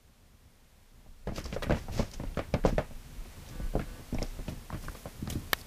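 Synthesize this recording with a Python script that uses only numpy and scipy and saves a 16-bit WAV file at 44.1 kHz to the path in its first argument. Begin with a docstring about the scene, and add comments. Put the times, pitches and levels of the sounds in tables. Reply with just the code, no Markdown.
"""A small room with a carpeted, springy floor: two cats wrestle near a hand-held camera. Paws and bodies thump
the boards, each blow a set of ringing modes with noisy slaps and rattles. Claws and paws tick as short rings
with noise, claws drag through the pile as grainy noise; the floor sways in the deep bass. A small motor, a
stack of sine orders, buzzes twice; close to the microphone the camera case snaps once. Microphone hiss,
coloured noise of drifting level, lies under it all."""
import sys
import numpy as np
from scipy import signal
from scipy.fft import rfft, irfft
from scipy.io import wavfile
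from scipy.ndimage import uniform_filter1d

SR = 44100
rng = np.random.default_rng(int(sys.argv[2]) if len(sys.argv) > 2 else 0)


def dump_mix(stems):
    """Bounce the given channels to the path in sys.argv[1] as a 16-bit WAV at rate SR."""
    frames = np.atleast_2d(stems).T  # one column per channel
    limited = np.clip(frames, -1, 1)  # hard clip at full scale
    pcm = np.round(limited * 32767).astype(np.int16)
    wavfile.write(sys.argv[1], SR, pcm)


N = 249606
TIME = np.arange(N) / SR
AFTER = np.arange(int(0.22 * SR)) / SR  # time since a hit [s]


def undb(db):
    """Decibels to gain."""
    return np.exp(np.asarray(db) * (np.log(10) / 20))


def unit(x):
    """Scale to rms 1."""
    return x / np.sqrt(np.mean(x ** 2))


def curve(rows):
    """Gain over time, in straight dB lines between (time [s], level [dB]) rows."""
    rows = np.array(rows)
    return undb(np.interp(TIME, rows[:, 0], rows[:, 1]))


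def peak(s, rise_db_s, fall_db_s, db):
    """Gain that climbs to db at time s and sinks again, in straight dB slopes."""
    below_db = np.where(TIME < s, rise_db_s * (s - TIME), fall_db_s * (TIME - s))
    return undb(db - below_db)


def band(x, lo_hz, hi_hz, order=2):
    """Band-pass."""
    edges = [lo_hz, min(hi_hz, 0.45 * SR)]
    return signal.sosfilt(signal.butter(order, edges, "band", fs=SR, output="sos"), x)


def colour(x, points):
    """Shape a spectrum by (frequency [Hz], gain [dB]) points on a log frequency axis."""
    hz, db = np.transpose(points)
    f = np.maximum(np.arange(len(x) // 2 + 1) * SR / len(x), 1)
    gain = undb(np.interp(np.log(f), np.log(hz), db))
    return irfft(rfft(x) * gain, len(x))


def walk(rate):
    """Random levels, each held 1 / rate seconds, then smoothed twice over that time."""
    k = int(SR / rate)
    held = np.repeat(rng.standard_normal(N // k + 1), k)
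    return uniform_filter1d(uniform_filter1d(held, k), k)[:N]


def add(out, s, x, db):
    """Mix x in at time s with its crest at db."""
    i = int(s * SR)
    x = x[:N - i]
    out[i:i + len(x)] += x * undb(db) / np.abs(x).max()


def fade(t60, rise_s=0.):
    """A short straight rise times a decay of 60 dB in t60 seconds."""
    rise = np.minimum((AFTER + 1e-9) / (rise_s + 1e-9), 1)
    return np.exp(-np.log(1000) * AFTER / max(t60, 0.002)) * rise


def ring(modes, stretch, near_hz=None, fall_db=13.5, scatter=1):
    """Decaying modes start together; those near near_hz ring most, gains and pitches scatter with each hit."""
    luck = scatter * rng.standard_normal((len(modes), 2)) * (2.5, 0.03)  # gain [dB], share of the pitch
    out = np.zeros(len(AFTER))
    for (hz, db, t60), (gain_db, detune) in zip(modes, luck):
        octaves_away = abs(np.log2(hz / (near_hz or hz)))
        tone = np.sin(2 * np.pi * hz * (1 + detune) * AFTER)
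        out += undb(db + gain_db - fall_db * octaves_away) * tone * fade(t60 * stretch, scatter * 0.4 / hz)
    return out


def burst(lo_hz, hi_hz, t60, tail_db, crack_s=0.0043, grain_db=1.0, rise_s=0.0005):
    """Band-passed noise: a few ms of crack, then a weaker tail of small uneven contacts and room."""
    shape = fade(crack_s, rise_s) + undb(tail_db) * fade(t60, 3 * rise_s)
    contacts = rng.exponential(size=len(shape) // 100 + 1)
    contacts = np.repeat(contacts, 100)[:len(shape)]  # each holds for 100 samples
    noise = rng.standard_normal(len(shape))
    return band(shape * undb(grain_db * contacts) * noise, lo_hz, hi_hz)


def soften(x, push_s):
    """A padded paw pushes for a while instead of striking at once."""
    return np.convolve(x, np.hanning(int(push_s * SR) + 3))[:len(x)]


def blows():
    """Each blow rings joists, boards and a hollow panel, slaps the pile and clicks a claw."""
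    # paw and body blows: (time [s], knock level [dB], knock pitch [Hz], thud level [dB],
    # slap level [dB], slap pitch [Hz])
    hits = [(1.061, -51, 716, -48.5, -70, 999), (1.272, -23.5, 590, -29, -38.5, 1640),
            (1.288, -37, 557, -28, -38, 1280), (1.319, -33.5, 614, -31, -58, 937),
            (1.381, -29, 440, -30, -30.5, 1255), (1.455, -36, 565, -39, -42, 990),
            (1.526, -31.5, 466, -29, -33.5, 2080), (1.563, -23, 560, -37.5, -36, 1340),
            (1.623, -28.5, 625, -38, -28, 1250), (1.633, -28.5, 500, -36, -28.5, 1950),
            (1.667, -32, 504, -28, -40.5, 1510), (1.696, -20.5, 620, -18.5, -30, 1240),
            (1.707, -15, 435, -41, -24, 1520), (1.722, -20.5, 510, -23.5, -29, 2010),
            (1.746, -28, 439, -26, -36, 1530), (1.769, -34, 478, -41, -35.5, 1046),
            (1.883, -33, 785, -36, -43, 1250), (1.994, -18.5, 570, -19, -32.5, 1080),
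            (2.025, -36, 544, -35, -37.5, 1150), (2.142, -47, 557, -54, -61, 2000),
            (2.198, -32.5, 510, -27, -40, 970), (2.235, -33, 506, -29.5, -38, 930),
            (2.372, -21.5, 463, -23, -29, 1330), (2.391, -18.5, 524, -28, -26, 1220),
            (2.539, -15, 530, -17, -28, 2200), (2.639, -38, 640, -30.5, -34.5, 1680),
            (2.65, -8.5, 547, -16.5, -26.5, 980), (2.677, -24.5, 534, -49, -31, 1240),
            (2.689, -29, 540, -31, -52, 1090), (2.725, -38, 482, -23.5, -58, 1360),
            (2.781, -13, 617, -21.5, -24, 1770), (2.908, -41, 623, -39, -62, 1250),
            (3.257, -46, 412, -51, -51, 1080), (3.554, -48, 487, -37, -60, 1490),
            (3.598, -36, 592, -29.5, -61, 1640), (3.737, -33, 464, -36, -59, 950),
            (3.753, -15.5, 475, -24, -59, 970), (3.77, -32, 415, -28, -63, 991),
            (3.794, -29.5, 604, -29.5, -30.5, 1410), (3.813, -58, 684, -30, -38.5, 1740),
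            (3.993, -42.5, 555, -40, -58, 2390), (4.126, -29, 394, -24.5, -52, 2360),
            (4.146, -30.5, 630, -24.5, -44, 940), (4.185, -30, 730, -31, -46, 2300),
            (4.219, -23.5, 537, -27.5, -37, 2110), (4.39, -33.5, 397, -37, -51, 1440),
            (4.481, -33, 670, -26, -36.5, 2560), (4.52, -38, 384, -30, -53, 1880),
            (4.702, -41, 900, -39, -46, 1070), (4.726, -35, 670, -33.5, -34.5, 1130),
            (4.744, -38.5, 680, -30.5, -40, 1150), (4.837, -48, 522, -45, -46, 1040),
            (4.882, -38.5, 373, -43, -37.5, 1060), (4.949, -38.5, 550, -42, -40, 1170),
            (5.056, -29, 645, -32, -40, 1020), (5.225, -50, 386, -25.5, -55, 1240),
            (5.274, -35.5, 740, -28.5, -35.5, 1200), (5.3, -57, 500, -40, -50, 1700),
            (5.325, -59, 680, -30.5, -48, 1730), (5.355, -37, 434, -22, -45, 1180)]
    # modes of the floor: (frequency [Hz], gain [dB], share of the ring time)
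    joists = [(65, 6, 0.53), (87.7, 20.5, 0.9), (99, 9.5, 0.71), (117.1, -1.5, 2.4)]
    boards = [(149.8, -4, 1.56), (189.4, -0.5, 1.09), (223.8, -2.5, 1.28), (255.4, -3, 1.03),
              (302.7, -4.5, 1.06)]
    panel = [(370, 6.5, 0.33), (459, -7, 1), (525.4, 9.5, 0.33), (586.6, 3.5, 0.68), (658.7, 3, 0.95),
             (755, 8.5, 0.53), (890, 1, 1)]
    ring_s = 0.094  # ring time that the shares refer to
    joists_db, claw_db = -4.5, -9.5  # joists against the thud, claw against the slap
    out = np.zeros(N)
    for s, knock_db, knock_hz, thud_db, slap_db, slap_hz in hits:
        knock = soften(ring(panel, ring_s, knock_hz, 31.3), 0.0015)
        rattle = burst(0.43 * knock_hz, 1.4 * knock_hz, 1.56 * ring_s, -0.67)
        add(out, s, unit(knock) + 0.51 * unit(rattle), knock_db)

        add(out, s, soften(ring(joists, ring_s), 0.0058), thud_db + joists_db)
        add(out, s, soften(ring(boards, ring_s), 0.0016), thud_db)

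        slap = burst(0.542 * slap_hz, 1.566 * slap_hz, 0.5 * ring_s, -0.5)
        tap = ring([(slap_hz, 0, 0.3)], ring_s)  # the spot under the claw rings briefly
        scuff = burst(980, 2390, 2.3 * ring_s, 0)
        add(out, s, 1.1 * unit(tap) + unit(slap) + 0.96 * unit(scuff), slap_db)

        claw = burst(1670, 5200, 0.96 * ring_s, -19)
        add(out, s, claw, slap_db + claw_db)
    return out


def ticks():
    """Claws catch and paws tap: short noisy clicks around one colour; low ones ring more."""
    # crisp ticks and taps of claws and paws, some alone, some on top of a blow: (time [s], level [dB], centre
    # [Hz], fade time of the noise [s])
    tick_rows = [(1.3605, -35, 4520, 0.026), (1.441, -37.5, 5360, 0.034), (1.459, -35, 4800, 0.026),
                 (1.6292, -31.5, 3500, 0.024), (2.1146, -37.5, 5130, 0.012), (2.137, -37, 5760, 0.061),
                 (2.274, -48.5, 2740, 0.025), (2.3466, -43, 2750, 0.012), (3.249, -49.5, 2240, 0.03),
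                 (3.4644, -49, 3360, 0.03), (3.489, -41, 5670, 0.028), (4.2275, -23, 5660, 0.0069),
                 (5.3005, -28.5, 6600, 0.014), (5.303, -31, 2920, 0.024), (5.3253, -38.5, 3600, 0.057),
                 (5.588, -42, 5200, 0.02), (5.613, -37, 4760, 0.016), (1.273, -50, 4270, 0.015),
                 (1.526, -38, 2460, 0.019), (1.695, -49, 5500, 0.015), (2.54, -33, 5100, 0.014),
                 (4.145, -39, 5800, 0.017), (4.185, -33.5, 2260, 0.025), (4.703, -31, 1080, 0.013),
                 (4.884, -28.5, 1280, 0.011), (4.482, -40, 2590, 0.028), (4.951, -49, 1510, 0.02),
                 (5.274, -39, 4040, 0.012)]
    out = np.zeros(N)
    for s, db, hz, t60 in tick_rows:
        noise = rng.standard_normal((2, len(AFTER))) * fade(t60)
        tone = ring([(hz, 0, 0.6)], t60)
        narrow = band(noise[0], 0.885 * hz, 1.15 * hz)
        wide = band(noise[1], 0.47 * hz, 1.8 * hz)
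        click = 1300 / hz * unit(tone) + 0.66 * unit(narrow) + 0.32 * unit(wide)
        add(out, s, click, db)
    return out


def fibre_slips():
    """Noise of uneven grain: single slips differ in size and their strength wanders."""
    noise = rng.standard_normal(N)
    size_db = 2.5 * rng.exponential(size=N) + 2.4 * walk(250)
    return noise * undb(size_db)


def drag():
    """Dense fibre slips of uneven size, coloured by the pile, with a finer rasp of fur on top."""
    # fur and claws over the pile: (time of the crest [s], rise [s], fall [s], level [dB],
    # bright rasp against the pile [dB])
    pulls = [(1.272, 0.014, 0.079, -57, -10), (1.362, 0.021, .04, -42.5, -16),
             (1.388, 0.043, 0.038, -42.5, -11), (1.448, 0.013, 0.12, -47.5, -24),
             (1.544, 0.029, 0.023, -42.5, -24), (1.632, 0.012, 0.022, -42.5, -2),
             (1.7, 0.019, .12, -60, -9), (1.765, 0.04, 0.15, -48, -12), (1.929, 0.022, 0.23, -48, -9.5),
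             (1.994, 0.055, 0.075, -39, -23), (2.141, 0.017, 0.04, -49, -24),
             (2.396, 0.055, 0.018, -57, -15), (2.66, .012, 0.084, -40.5, -21),
             (2.69, 0.037, 0.042, -49, -9), (2.781, .008, .03, -66, -12), (3.497, 0.057, 0.018, -51, -15),
             (3.798, .03, .05, -68, -5), (4.234, 0.056, 0.094, -46, -14), (4.496, 0.028, 0.038, -47.5, -11),
             (4.84, 0.13, 0.085, -56.5, -3), (4.98, 0.54, 0.58, -56, 0), (5.301, 0.0035, 0.017, -36, -3),
             (5.325, 0.022, 0.07, -48.5, -3), (5.61, 0.25, 0.018, -53.5, -0.5)]
    # colours of pile and rasp: (frequency [Hz], gain [dB])
    pile_colour = [(500, 9), (1000, -2.5), (2500, -0.5), (3800, -3.5), (4700, -1.5), (5600, -0.5),
                   (6800, -5), (8500, -15), (12000, -54)]
    rasp_colour = [(5000, -5), (8000, 0.5), (11000, 2), (15000, -1.5)]
    depth_db = 20  # drop below the crest over the rise and over the fall
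    strokes = np.array([peak(s, depth_db / rise_s, depth_db / fall_s, db)
                        for s, rise_s, fall_s, db, _ in pulls])
    pile = unit(colour(fibre_slips(), pile_colour))
    rasp = unit(colour(fibre_slips(), rasp_colour))
    rasp_gains = undb([row[-1] for row in pulls])
    return pile * strokes.sum(axis=0) + rasp * (rasp_gains @ strokes)


def floor():
    """The floor sways slowly in the deep bass near 29 Hz; small steps shuffle the boards between the blows."""
    # weight lands and the joists swing: (time of the crest [s], level [dB])
    landings = [(1.12, -52), (1.29, -36.5), (1.47, -47), (1.58, -38), (1.72, -27.5), (1.91, -34.5),
                (2.013, -36.5), (2.17, -41), (2.27, -34), (2.37, -47), (2.54, -46), (2.66, -26),
                (2.76, -29), (2.95, -38.5), (3.2, -37.5), (3.635, -24.5), (3.77, -32.5), (3.89, -40.5),
                (4.18, -28), (4.29, -40.5), (4.4, -35), (4.57, -43.5), (4.76, -39.5), (4.88, -39.5)]
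    # swing between landings: (time [s], level [dB])
    rest = [(0.0, -63.5), (0.8, -63), (1.2, -51), (4.9, -54.5), (5.66, -46)]
    # how busily the feet shuffle: (time [s], level [dB])
    busy = [(0.0, -60.5), (0.7, -63), (1.3, -60.5), (1.46, -44), (1.87, -46.5), (1.97, -44.5), (2.6, -49.5),
            (2.7, -45.5), (2.83, -53), (3.56, -50), (4.6, -50), (4.87, -45.5), (5.08, -57.5), (5.33, -39),
            (5.42, -41.5), (5.66, -48.5)]
    sway_hz, width_hz = 28.65, 16.2
    rise_db_s, fall_db_s = 358, 244  # slopes before and after each landing [dB/s]

    sway = band(rng.standard_normal(N), sway_hz - width_hz / 2, sway_hz + width_hz / 2)
    sway = sway / (1.2 * sway.std() + np.abs(signal.hilbert(sway)))  # evens the swing: the weight sets it
    weight = curve(rest) + sum(peak(s, rise_db_s, fall_db_s, db) for s, db in landings)
    sway = uniform_filter1d(unit(sway) * weight, size=200)  # joists are too heavy to jerk

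    steps = rng.standard_normal(N) * undb(4.0 * walk(25))
    shuffle = colour(steps, [(30, -40), (60, 4.0), (130, -4.5), (250, -13.5), (500, -24),
                             (1000, -31), (3000, -54)])
    return sway + unit(shuffle) * curve(busy)


def snap():
    """The plastic case clicks close to the microphone: short modes with a brief rattle."""
    # modes of the case: (frequency [Hz], gain [dB], relative ring time, scaled by 0.75 to seconds)
    case = [(740, -35, 0.018), (1160, -3.5, 0.019), (1330, -5, 0.013), (1720, 12.5, 0.0095),
            (2210, 2.5, 0.022), (3060, -15, 0.015), (3090, 2, 0.021), (4450, -15, .007), (4700, 2.5, 0.012),
            (6950, -6, 0.0075), (7800, 0.5, 0.0048), (9240, 4, 0.0037), (12200, -5, 0.0043),
            (12130, 4.5, 0.014), (14100, -1, .007), (15100, -10, .007)]
    out = np.zeros(N)
    rattle = burst(510, 3400, 0.056, -23, crack_s=0.011, grain_db=0.1, rise_s=0.0005)
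    click = unit(ring(case, 0.75, scatter=0)) + 0.75 * unit(rattle)
    add(out, 5.5318, click, -4)  # time [s], crest [dB]
    return out


def buzz():
    """A steady little motor heard through its housing: orders of a slightly wandering turning rate."""
    # spells of running: (start [s], end [s])
    spells = [(3.51, 3.7), (3.85, 4.01)]
    # orders of the motor: (multiple of the turning rate, level [dB])
    orders = [(1, 0), (2, -6), (3, -4), (4, -14), (7, -8), (9, -8), (10, -10), (11, -16), (13, -16),
              (16, -18), (19, -20)]
    turn_hz, edge_s, level_db = 166.5, 0.025, -53.5
    running = sum(np.clip(np.minimum(TIME - start, end - TIME) / edge_s, 0, 1) for start, end in spells)
    turn = 2 * np.pi * np.cumsum(turn_hz * (1 + 0.00307 * walk(11))) / SR
    tone = np.zeros(N)
    for k, db in orders:
        tone += undb(db + 1.0 * walk(25)) * np.sin(k * turn + k * k)  # k * k spreads the phases
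    return unit(tone) * undb(level_db) * running


def hiss():
    """Smooth microphone hiss: coloured noise, scaled by its upper band."""
    # level of the upper band: (time [s], level [dB])
    level = [(0.0, -74), (1.3, -72), (1.45, -64.5), (3.0, -64), (3.5, -61), (4.4, -61), (4.8, -63.5),
             (5.66, -61)]
    # colour of the hiss: (frequency [Hz], gain [dB])
    hiss_colour = [(88, -32), (150, -15), (234, 0), (296, -16), (346, -12.5), (490, -10), (1660, -16),
                   (1910, -15.5), (14100, -24), (15500, -26)]
    x = colour(rng.standard_normal(N), hiss_colour)
    return x / band(x, 7140, 16200, order=6).std() * curve(level)


def scene():
    """All sources at one microphone."""
    return (blows() + ticks() + drag() + floor() + snap() + buzz() + hiss())[None]


def record(dry):
    """The camera cuts the top: a steep low-pass at 15050 Hz."""
    return signal.sosfilt(signal.ellip(10, 0.3, 60, 15050, fs=SR, output="sos"), dry)


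dry = scene()
out = record(dry)
dump_mix(out)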